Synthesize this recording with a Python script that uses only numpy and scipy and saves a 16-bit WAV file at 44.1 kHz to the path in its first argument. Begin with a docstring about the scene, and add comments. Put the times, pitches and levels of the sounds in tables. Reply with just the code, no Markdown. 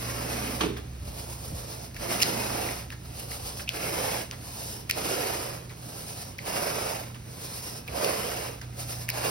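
"""In a carpeted room, a rake with a wooden handle is pushed and pulled over the pile close by.
Bristles stick and slip: pushes dig in and scrub, pulls hiss and skip. As the stroke turns, the loose
plastic head clacks on the handle, and once it strikes a baseboard heater, whose metal cover booms.
Soft footfalls and the hum of an appliance lie underneath."""
import sys
import numpy as np
from scipy import signal
from scipy.fft import rfft, irfft, next_fast_len
from scipy.io import wavfile
from scipy.ndimage import uniform_filter1d, map_coordinates

SR = 44100
rng = np.random.default_rng(int(sys.argv[2]) if len(sys.argv) > 2 else 0)


def pcm_store(signal):
    """Save signal as 16-bit PCM."""
    levels = np.round(np.clip(np.atleast_2d(signal), -1, 1) * 32767)
    wavfile.write(sys.argv[1], SR, levels.astype(np.int16).T)


N = 410130


def brushing(singing_db=-1.5, slow_clumps=0.5):
    """Stick-slip friction: bristles catch and spring free, more on a hard stroke; tufts let go in clumps."""
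    # friction spectra: frequency_hz, level_db
    scrub_spectrum = [(60, -67), (150, -3), (260, -4), (450, -2.5), (580, -11), (720, 0.5), (860, -7),
                      (1000, -2), (1400, -12.5), (2200, -63), (5000, -66)]  # the pressed head
    rasp_spectrum = [(500, -32), (1200, 3), (1900, 0), (2350, 2), (2750, 2.5), (3400, -5), (4500, -7),
                     (7000, -36), (16000, -52)]  # catching bristles
    hiss_spectrum = [(1500, -25), (3300, -6.5), (4500, -1.5), (5200, 4), (5800, 1), (6400, -2),
                     (7500, -1.5), (8600, .5), (10200, -3), (11700, .5), (12800, -2.5), (14200, -4),
                     (15700, -9)]  # tips sliding on the push
    trail_spectrum = [(1500, -25), (2200, -13), (2800, -3), (3400, -4), (4300, 1), (4800, 1), (5200, 3),
                      (5650, 1), (6500, -.5), (7400, 0), (8800, 3.5), (10600, -2), (12400, 2), (15000, -6)]  # tips trailing on the pull
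    # modes: pitch_hz, width_hz, level_db
    handle_modes = [(346, 32, -0.5), (433, 31.5, 6.5), (552, 96, 6.5), (666, 85, 7.5), (747, 133, 4),
                    (955, 130, -3.5), (1323, 32, -4)]  # bending of the handle and the head's bar
    bristle_modes = [(1660, 91, -1), (2140, 270, -2.5), (2504, 62, 3), (2675, 270, -4.5), (3120, 330, -10),
                     (3900, 410, -17)]
    tine_modes = [(2310, 120, -3.5), (2870, 33, -3), (5010, 100, 4), (4950, 260, 7), (5190, 220, 2.5),
                  (8750, 960, -9)]
    # what each motion gives: scrub_db, rasp_db, hiss_db
    push_mix = (-4, -2.5, 1.2)
    pull_mix = (-7, -12, 2.5)
    rest_mix = (-60, -59.5, -59.5)  # the bristles stir even as the stroke turns

    t = np.arange(N) / SR
    push, push_weight = pushing(t)
    pull, pull_weight, progress = pulling(t)
    drives = [(push_weight, pull_weight), (push, pull), (push, pull)]  # scrub, rasp, hiss
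    scrub_db, rasp_db, hiss_db = [
        20 * np.log10(forth * amp(push_db) + back * amp(pull_db) + amp(rest_db))
        for (forth, back), push_db, pull_db, rest_db in zip(drives, push_mix, pull_mix, rest_mix)]
    effort = amp(np.clip(hiss_db + 36.5, -20, 10) * .6)  # scales every release rate
    dig = push / (push + pull + amp(-55))  # near 1 on the push, 0 on the pull
    clumps = wobble(70) + slow_clumps * wobble(22)

    def ringing(modes, base_rate):
        return unit(filtered(flicks(base_rate * effort, spread_db=2.5), lambda f: modal_sum(f, modes)))

    hollow = floorboards(flicks(2000 * effort, spread_db=4.0))
    scrub = amp(-0.5) * coloured(flicks(3500 * effort, spread_db=3.5), scrub_spectrum)
    scrub += ringing(handle_modes, base_rate=1500) + hollow
    rasp = amp(-0.53) * coloured(flicks(2600 * effort, spread_db=0.0), rasp_spectrum)
    rasp += amp(-7.5) * ringing(bristle_modes, base_rate=1500)
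    tips = flicks(14000 * effort, spread_db=-1.5)
    hiss = dig * coloured(tips, hiss_spectrum) + (1 - dig) * coloured(tips, trail_spectrum)
    plucks = amp(-15.5) * ringing(tine_modes, base_rate=300)  # snagging tines
    # trailing tines sing more as the pull brings them closer
    singing = amp(singing_db) * pull * progress ** 2 * ringing([(5360, 200, 0)], base_rate=4100)
    return (singing
            + amp(scrub_db + 0.7 * clumps) * scrub
            + amp(rasp_db + 1.05 * clumps) * rasp
            + amp(hiss_db + 0.9 * clumps) * (hiss + plucks))


def flicks(rate, spread_db):
    """Shot noise: two streams of random bristle releases, rate a second, with log-normal sizes."""
    fired = rng.random((2, N)) < rate / SR
    size = amp(spread_db * rng.standard_normal((2, N)))
    polarity = np.sign(rng.standard_normal((2, N)))
    return unit(fired * size * polarity / np.sqrt(rate))


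def pushing(t, attack_s=0.23, dig_lag_s=0.0029, dig_attack_s=0.21):
    """Driving force and load of the pushes: bristles buckle and rebound, and leaning adds weight."""
    # start_s, end_s, release_s, level_db, fade_db_per_s, bite_s, lean_db, heaviest_s
    pushes = [(-0.2, 0.79, 0.32, -41, -3.2, -0.13, 0.5, 0.22),
              (1.92, 2.91, 0.23, -33.4, 6.0, 2.03, 0.4, 2.62),
              (3.65, 4.32, 0.18, -35.2, 2.4, 3.76, 1.1, 4.0),
              (4.87, 5.73, 0.37, -32.3, 11.1, 4.98, 1.9, 5.16),
              (6.37, 7.18, 0.31, -32.9, 10.8, 6.48, 1.6, 6.72),
              (7.845, 8.62, 0.2, -32.5, 13.1, 7.965, 1.7, 8.08),
              (9.05, 9.85, 0.3, -33.6, 4.4, 9.17, 0.2, 9.3)]
    bite_db, bite_hz, bite_width_s = 3.2, 11, 0.085
    swell_db, swell_width_s = 2.2, 0.14
    strength, weight = np.zeros((2, N))
    for start, end, release, db, fade, bite, lean_db, heaviest in pushes:
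        on = (t > start) & (t < end)
        since_bite = t[on] - bite
        rebound = np.cos(2 * np.pi * bite_hz * since_bite) * np.exp(-(since_bite / bite_width_s) ** 2)
        force = amp(db - fade * (t[on] - start) + bite_db * rebound)
        strength[on] += force * stroke(t[on], start, end, attack_s, release)
        swell = swell_db * np.exp(-((t[on] - heaviest) / swell_width_s) ** 2)
        digging = stroke(t[on], start + dig_lag_s, end, dig_attack_s, release)
        weight[on] += force * amp(lean_db + swell) * digging
    return strength, weight


def pulling(t, release_s=0.16, skip_share=0.6):
    """Amplitude modulation: the force and load of a pull swell each time the skipping head lands."""
    # start_s, end_s, attack_s, level_db, landing_s, skip_hz, skip_db, lean_db
    pulls = [(0.95, 1.95, 0.25, -47.3, 1.2, 7.7, 2.8, 2.5), (2.98, 3.71, 0.32, -44.5, 3.19, 7.1, 4.2, 0.5),
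             (4.24, 4.88, 0.45, -42.6, 4.59, 8.1, 1.1, -2),
             (5.68, 6.375, 0.33, -45.0, 5.99, 9.3, 1.3, -0.5),
             (7.2, 7.87, 0.31, -43.3, 7.44, 8.6, 2.4, -1.5), (8.725, 9.11, 0.08, -42.8, 8.81, 9.2, 4.5, -2)]
    strength, weight, progress = np.zeros((3, N))
    for start, end, attack, db, landing, skip_hz, skip_db, lean_db in pulls:
        on = (t > start) & (t < end)
        skip = skip_db * np.cos(2 * np.pi * skip_hz * (t[on] - landing))
        glide = amp(db) * stroke(t[on], start, end, attack, release_s)
        strength[on] += glide * amp(skip)
        weight[on] += glide * amp(lean_db + skip_share * skip)
        progress[on] = (t[on] - start) / (end - start)
    return strength, weight, progress


def floorboards(tugs, reach_s=0.7):
    """Forced vibration: tugs on the pile ring each spot of the floor at its own pitch."""
    # spots under the rake: time_s, pitch_hz, width_hz, level_db
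    spots = [(0.3, 248, 119, -1.5), (2.4, 227, 110, -5.5), (4.0, 506, 160, -9.5), (5.2, 400, 171, -3),
             (6.7, 567, 160, -8), (8.15, 487, 129, -4), (9.3, 487, 200, -7)]
    out, t = np.zeros((2, N)), np.arange(N) / SR
    for s, hz, width, db in spots:
        near = np.abs(t - s) < reach_s
        ring = unit(filtered(tugs[:, near], lambda f: steep_resonance(f, hz, width)))
        out[:, near] += amp(db) * ring * stroke(t[near], s - reach_s, s + reach_s, reach_s / 2, reach_s / 2)
    return out


def drifting(x, patchy_db):
    """Time-varying filtering: narrow peaks and dips come and go as the rake travels."""
    spectra = signal.stft(x, nperseg=1024)[2]
    patches = uniform_filter1d(rng.standard_normal(spectra.shape[1:]), size=3, axis=0)
    patches = uniform_filter1d(patches, size=16, axis=1)
    gain = unit(amp(patchy_db * unit(patches)))
    return signal.istft(spectra * gain, nperseg=1024)[1][:, :N]


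def clacks(skew=0.2, crack_hz=13400, crack_width_hz=3500, afterring_db=-12.5, afterring_t60_s=0.22):
    """Impulse excitation: each slip of the head in its socket cracks and leaves the plastic ringing."""
    # time_s, level_db, half_length_s, ring_hz, width_hz, shell_db, crack_db
    slips = [(0.77, -41.5, 0.0027, 1800, 1200, -12, -16), (0.775, -38.5, 0.00063, 5000, 1500, 5, 9),
             (1.9452, -37, 0.00065, 4800, 1500, 8, 0), (1.966, -38, 0.0034, 2100, 700, -5, -7),
             (2.2033, -23, 0.00086, 2620, 500, -5, -9), (2.2162, -20, 0.00084, 2520, 400, 3, -16),
             (2.22, -16, 0.00049, 2720, 400, 6, -7), (2.2223, -18, 0.0014, 2740, 500, -2, -13),
             (2.226, -11, 0.00068, 5200, 500, -1, -3), (2.2277, -21, 0.00038, 5000, 500, 10, -12),
             (2.232, -10, 0.0004, 5030, 600, 15, -14), (2.689, -30.5, 0.0016, 2160, 700, -21, -20),
             (2.9038, -32.5, 0.0009, 2330, 1500, -8, -8), (2.924, -40.5, 0.006, 1730, 250, -6, -13),
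             (3.318, -33, .001, 2200, 1100, -21, -17), (3.601, -37, 0.0055, 1890, 2000, -16, -15),
             (3.678, -31, 0.0016, 2780, 500, -20, -25), (3.6812, -27, 0.00076, 2750, 500, -24, -25),
             (3.6913, -15, 0.00048, 2800, 400, -6, -8), (4.312, -24, 0.00037, 2500, 900, 4, -13),
             (4.895, -34, 0.0013, 2400, 1200, 2, -6), (4.8985, -19, 0.0015, 2220, 1200, -5, -5),
             (4.9107, -14.5, 0.00078, 2690, 500, 6, 2), (5.6955, -44, 0.0013, 4480, 2000, -9, -10),
             (5.702, -46, 0.0044, 2190, 700, -8, -18), (6.3845, -33.5, .0005, 5000, 1500, -2, -2),
             (6.3895, -29.5, 0.0015, 2090, 800, -24, -22), (7.146, -40, .0008, 2800, 1000, -10, -7),
             (7.8785, -32, 0.00059, 3000, 2000, -5, -3), (7.8838, -35, 0.0029, 2300, 900, -21, -20),
             (8.0462, -19, 0.00066, 2840, 600, 6, -1), (8.616, -37.5, 0.0027, 1750, 700, 2, -15),
             (9.085, -36, .0015, 2300, 900, -2, -8), (9.09, -19, 0.00083, 2310, 900, -9, -1),
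             (9.098, -31, 0.0025, 2350, 400, -2, -18), (9.102, -19, 0.00065, 4830, 900, 4, 12),
             (9.253, -38, 0.00029, 2480, 700, -8, -6)]
    # modes of the plastic head: pitch_hz, width_hz, level_db
    shell_modes = [(1750, 500, -11), (2720, 300, 0), (3650, 600, -11), (4450, 450, -3), (5120, 400, 3),
                   (6100, 600, -4), (7000, 500, -4), (9000, 2500, -5), (11500, 1500, -7)]
    lingering_modes = [(2240, 240, 12), (2760, 220, 6), (4340, 680, 12), (5230, 360, -10),
                       (12400, 4400, -19)]

    def unit_energy(x):
        return x / np.linalg.norm(x, axis=1, keepdims=True)

    def burst(envelope, response):
        return unit_energy(filtered(envelope * rng.standard_normal((2, len(envelope))), response))

    out, afterring = np.zeros((2, 2, N))
    t, t_after = np.arange(-SR // 100, SR // 50) / SR, np.arange(SR // 6) / SR
    decay = (1 - np.exp(-t_after / 0.0047)) * amp(-60 * t_after / afterring_t60_s)
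    for s, db, slip_s, ring_hz, width_hz, shell_db, crack_db in slips:
        slip = np.exp(-(t / (slip_s * (1 + skew * np.sign(t)))) ** 2 / 2)  # starts faster than it ends
        ring = burst(slip, lambda f: resonance(f, ring_hz, width_hz) ** 2)
        shell = unit_energy(sum(amp(mode_db) * burst(slip, lambda f: steep_resonance(f, hz, width))
                                for hz, width, mode_db in shell_modes))
        crack = burst(slip, lambda f: resonance(f, crack_hz, crack_width_hz))
        size = amp(db) * np.linalg.norm(slip)
        add(out, s + t[0], size * unit_energy(ring + amp(shell_db) * shell + amp(crack_db) * crack))
        add(afterring, s, size * amp(afterring_db) * burst(decay, lambda f: modal_sum(f, lingering_modes)))
    return out, afterring


def settling(rise_s=0.013):
    """Overlapping impacts: tines dropping back on the pile after a push merge into a soft noise burst."""
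    drops = [(0.762, -41.5), (2.91, -45), (4.314, -41.5), (5.701, -47), (7.142, -47.5), (8.615, -46)]  # time_s, level_db
    rattle_spectrum = [(150, -18), (500, 2), (1200, 4.5), (2300, 0.5), (3500, -2.5), (6000, -8),
                       (16000, -11)]  # frequency_hz, level_db
    out, t = np.zeros((2, N)), np.arange(SR // 8) / SR
    envelope = t / rise_s * np.exp(1 - t / rise_s)
    for s, db in drops:
        add(out, s, amp(db) * envelope * coloured(rng.standard_normal((2, len(t))), rattle_spectrum))
    return out


def heater_bumps(crack_t60_s=0.07, swell_s=0.0034, shudder_db=-6, shudder_t60_s=0.41, blur_hz=14):
    """Plate vibration: struck by the head, the heater's loose metal cover gives a dull, unsteady boom."""
    strikes = [(0.607, -26, -57), (0.61, -20, -28), (0.634, -27, -26), (0.77, -47, -46)]  # time_s, crack_db, boom_db
    cover_modes = [(186, -5, .4), (236, -8, .4), (272, -6.5, .36), (325, 0, .25), (357, -3, .23),
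                   (396, -4.5, .2), (465, -5.5, .2), (607, -15, .22)]  # pitch_hz, level_db, t60_s
    # the contact, and the blur of the cover's many weaker modes: frequency_hz, level_db
    crack_spectrum = [(200, -9), (700, 4), (1250, 6.5), (1900, -1), (2600, 5.5), (4000, -2), (6000, -7),
                      (10000, -15), (16000, -27)]
    shudder_spectrum = [(100, -22), (180, -12), (400, 15), (600, -9), (2500, -31), (6000, -32),
                        (16000, -57)]
    out, t = np.zeros((2, N)), np.arange(SR * 3 // 4) / SR

    def noise():
        return rng.standard_normal((2, len(t)))

    def stray_phase():  # a random walk broadens each mode
        return 2 * np.pi * rng.random((2, 1)) + np.cumsum(noise(), axis=1) * np.sqrt(2 * np.pi * blur_hz / SR)

    for s, crack_db, boom_db in strikes:
        crack = coloured(noise(), crack_spectrum) * amp(-60 * t / crack_t60_s)
        boom = sum(amp(db - 60 * t / t60) * np.sin(2 * np.pi * hz * t + stray_phase())
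                   for hz, db, t60 in cover_modes)
        shudder = coloured(noise(), shudder_spectrum) * amp(shudder_db - 60 * t / shudder_t60_s)
        add(out, s, amp(crack_db) * crack + amp(boom_db) * (boom + shudder) * (1 - np.exp(-t / swell_s)))
    return out


def footfalls(rise_s=0.018, settle_s=0.0102, rumble_db=-6):
    """Cushioned impact: a foot on carpet thuds, its pitch falls as the heel settles, the floor rumbles."""
    steps = [(1.003, -33, 80, 48), (1.064, -31, 60.5, 17), (1.456, -33, 60, 16), (1.521, -32, 63.3, 307),
             (1.588, -41, 45, 10), (1.979, -37, 50, 10), (3.429, -37, 54.5, 24), (7.901, -36, 65.5, 15)]  # time_s, level_db, pitch_hz, heel_excess_hz
    out, t = np.zeros((2, N)), np.arange(SR // 4) / SR
    load = t / rise_s * np.exp(1 - t / rise_s)
    for s, db, hz, heel_hz in steps:
        pitch_hz = hz + heel_hz * np.exp(-t / settle_s)
        thud = load * np.sin(2 * np.pi * np.cumsum(pitch_hz) / SR)
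        rumble = filtered(load * rng.standard_normal((2, len(t))), lambda f: resonance(f, hz, hz * 0.5) ** 2)
        rumble /= np.abs(rumble).max(axis=1, keepdims=True)
        add(out, s, amp(db) * (thud + amp(rumble_db) * rumble))
    return out


def appliance(mains_hz=120):
    """Beating: a motor's wavering tones sound against the mains hum, over a low rumble."""
    motor_tones = [(64.35, 3.5, 0.12), (93.5, -2, 0.16), (126.7, -3.5, 0.43), (159.6, -3.5, 0.46),
                   (217.5, -11, 0.83)]  # pitch_hz, relative_db, waver_rad
    rumble_spectrum = [(15, -16), (35, -6), (60, -5), (90, 0), (200, -21), (1000, -84)]  # frequency_hz, level_db
    # slow changes of loudness: time_s, relative_db
    mains_levels = [(0.0, -41), (1.3, -44.5), (3.2, -43.5), (4.2, -46), (4.7, -45), (6.27, -48),
                    (6.68, -51), (7.07, -44), (7.85, -49.5), (8.73, -41), (9.3, -41)]
    motor_levels = [(0.0, -49.5), (1.01, -44), (1.97, -56), (2.51, -50.5), (7.51, -62.5), (9.3, -52)]
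    t = np.arange(N) / SR
    mains_db = np.interp(t, *np.transpose(mains_levels))
    motor_db = np.interp(t, *np.transpose(motor_levels))

    def tone(hz, waver):
        phase = 2 * np.pi * hz * t + waver * wobble(4.3)
        return np.sqrt(2) * np.sin(phase) * amp(2.4 * waver * wobble(2.5))

    (low_hz, low_db, low_waver), *upper_tones = motor_tones
    # the lowest tone is a standing wave, so it changes most as the listener moves
    motor = amp(motor_db + low_db) * tone(low_hz, low_waver)
    motor += amp(-52.5) * sum(amp(db) * tone(hz, waver) for hz, db, waver in upper_tones)
    mains = amp(mains_db - 1.5) * tone(mains_hz, 0.78)
    rumble = amp(motor_db - 3.5) * coloured(rng.standard_normal(N), rumble_spectrum)
    return np.array([mains + motor + rumble, np.zeros(N)])


def room_noise(level_db=-47.0):
    """Ambient noise: a steady random floor, strongest in the bass."""
    air_spectrum = [(20, -28), (50, -5), (110, -3.5), (170, -6), (300, -10), (700, -29.5), (2000, -29),
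                    (6000, -27), (16000, -35)]  # frequency_hz, level_db
    return amp(level_db) * coloured(rng.standard_normal((2, N)), air_spectrum)


def reverberation(x):
    """Diffuse reflections: the walls answer with an exponential decay, kept short by the carpet."""
    decay_times = [(150, 0.43), (1000, 0.39), (5000, 0.5), (14000, 0.02)]  # frequency_hz, t60_s
    hz, t, spectra = signal.stft(rng.standard_normal((2, SR // 2)), SR, nperseg=256)
    tail = signal.istft(spectra * amp(-60 * t / along(decay_times, hz)[:, None]), SR, nperseg=256)[1]
    response = np.pad(tail, ((0, 0), (SR // 200, 0))) / np.linalg.norm(tail[0])
    return signal.fftconvolve(x, response, axes=1)[:, :N]


def microphones(pair, max_coherence=1):
    """Partial coherence: stream one reaches both ports alike, stream two in antiphase."""
    coherence = [(130, .98), (300, .82), (600, .5), (1200, .35), (2500, .55), (4500, .5), (6100, .7),
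                 (6800, 1), (8000, 1), (8500, .7), (12200, .8), (12800, 1), (14400, 1), (15500, .7)]  # frequency_hz, coherence_ratio
    # the housing shifts phase and level between the ports
    phase_lead = [(100, 0), (300, -.3), (700, -2.2), (1150, -2.1), (1550, -.3), (2900, 2), (5100, .3),
                  (5900, 1.1), (6800, 3.1), (8000, 3.18), (8500, 4.3), (10300, 6.3), (11600, 6.9),
                  (12300, 8), (12800, 9.38), (14400, 9.46), (15400, 12.4)]  # frequency_hz, left_lead_rad
    balance = [(60, -1.5), (200, -3), (400, -4.8), (700, -8), (1300, -4.5), (2300, -.5), (4400, 0)]  # frequency_hz, left_minus_right_db

    def split(hz):
        angle = np.arccos(np.clip(along(coherence, hz), 0, max_coherence)) / 2
        return np.array([np.cos(angle), np.sin(angle)])

    def housing(hz):
        left = amp(along(balance, hz) / 2) * np.exp(1j * along(phase_lead, hz) / 2)
        return np.array([left, 1 / left])

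    mid, side = filtered(pair, split)
    return filtered(np.array([mid + side, mid - side]), housing)


def resonance(f, hz, width):
    """Damped oscillator: the causal response of one mode."""
    return 1j * f * width / (hz * hz - f * f + 1j * f * width)


def steep_resonance(f, hz, width):
    """Filters in cascade: a broad resonance steepens the skirts of a mode."""
    return resonance(f, hz, width) * resonance(f, hz, hz)


def modal_sum(f, modes):
    """Superposition of a body's modes, alternating in sign."""
    return sum((-1) ** k * amp(db) * resonance(f, hz, width) for k, (hz, width, db) in enumerate(modes))


def stroke(t, start, end, attack, release):
    """Raised-cosine envelope: a smooth rise, a glide and a smooth stop."""
    ease = lambda u: np.sin(np.pi / 2 * np.clip(u, 0, 1)) ** 2
    return ease((t - start) / attack) * ease((end - t) / release)


def wobble(rate):
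    """A smooth random curve, rate knots a second."""
    return map_coordinates(rng.standard_normal(int(N * rate / SR) + 4), [np.arange(N) * rate / SR])


def filtered(x, response):
    """Linear filtering by a complex frequency response."""
    n = x.shape[-1]
    m = next_fast_len(n + 8192)
    return irfft(rfft(x, m) * response(np.fft.rfftfreq(m, 1 / SR)), m)[..., :n]


def coloured(x, spectrum):
    """Spectral shaping, scaled to rms 1."""
    return unit(filtered(x, lambda hz: amp(along(spectrum, hz))))


def along(points, hz):
    """Interpolation on a log frequency axis."""
    f, values = np.transpose(points)
    return np.interp(np.log(hz + 1), np.log(f + 1), values)


def amp(db):
    """Decibels to gain."""
    return 10 ** (np.asarray(db) / 20)


def unit(x):
    """Scale to rms 1."""
    return x / np.sqrt(np.mean(x ** 2) + 1e-20)


def add(track, s, sound):
    """Mix a sound into the track from time s."""
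    start = round(s * SR)
    track[..., start:start + sound.shape[-1]] += sound[..., :N - start]


def scene():
    """Superposition of rake, feet and room; the clacks reach the ports less alike than the rest."""
    clack, afterring = clacks()
    settle, bump = settling(), heater_bumps()
    brush = drifting(brushing(), patchy_db=1.7)
    walls = reverberation(amp(-15) * (clack + settle) + amp(-8.5) * bump)
    rest = brush + afterring + settle + bump + walls + footfalls() + appliance() + room_noise()
    return microphones(clack, max_coherence=0.88) + microphones(rest)


def record(dry):
    """Band limiting: nothing passes above the cutoff."""
    cutoff_hz = 15900
    return filtered(dry, lambda hz: hz < cutoff_hz)


dry = scene()
out = record(dry)
pcm_store(out)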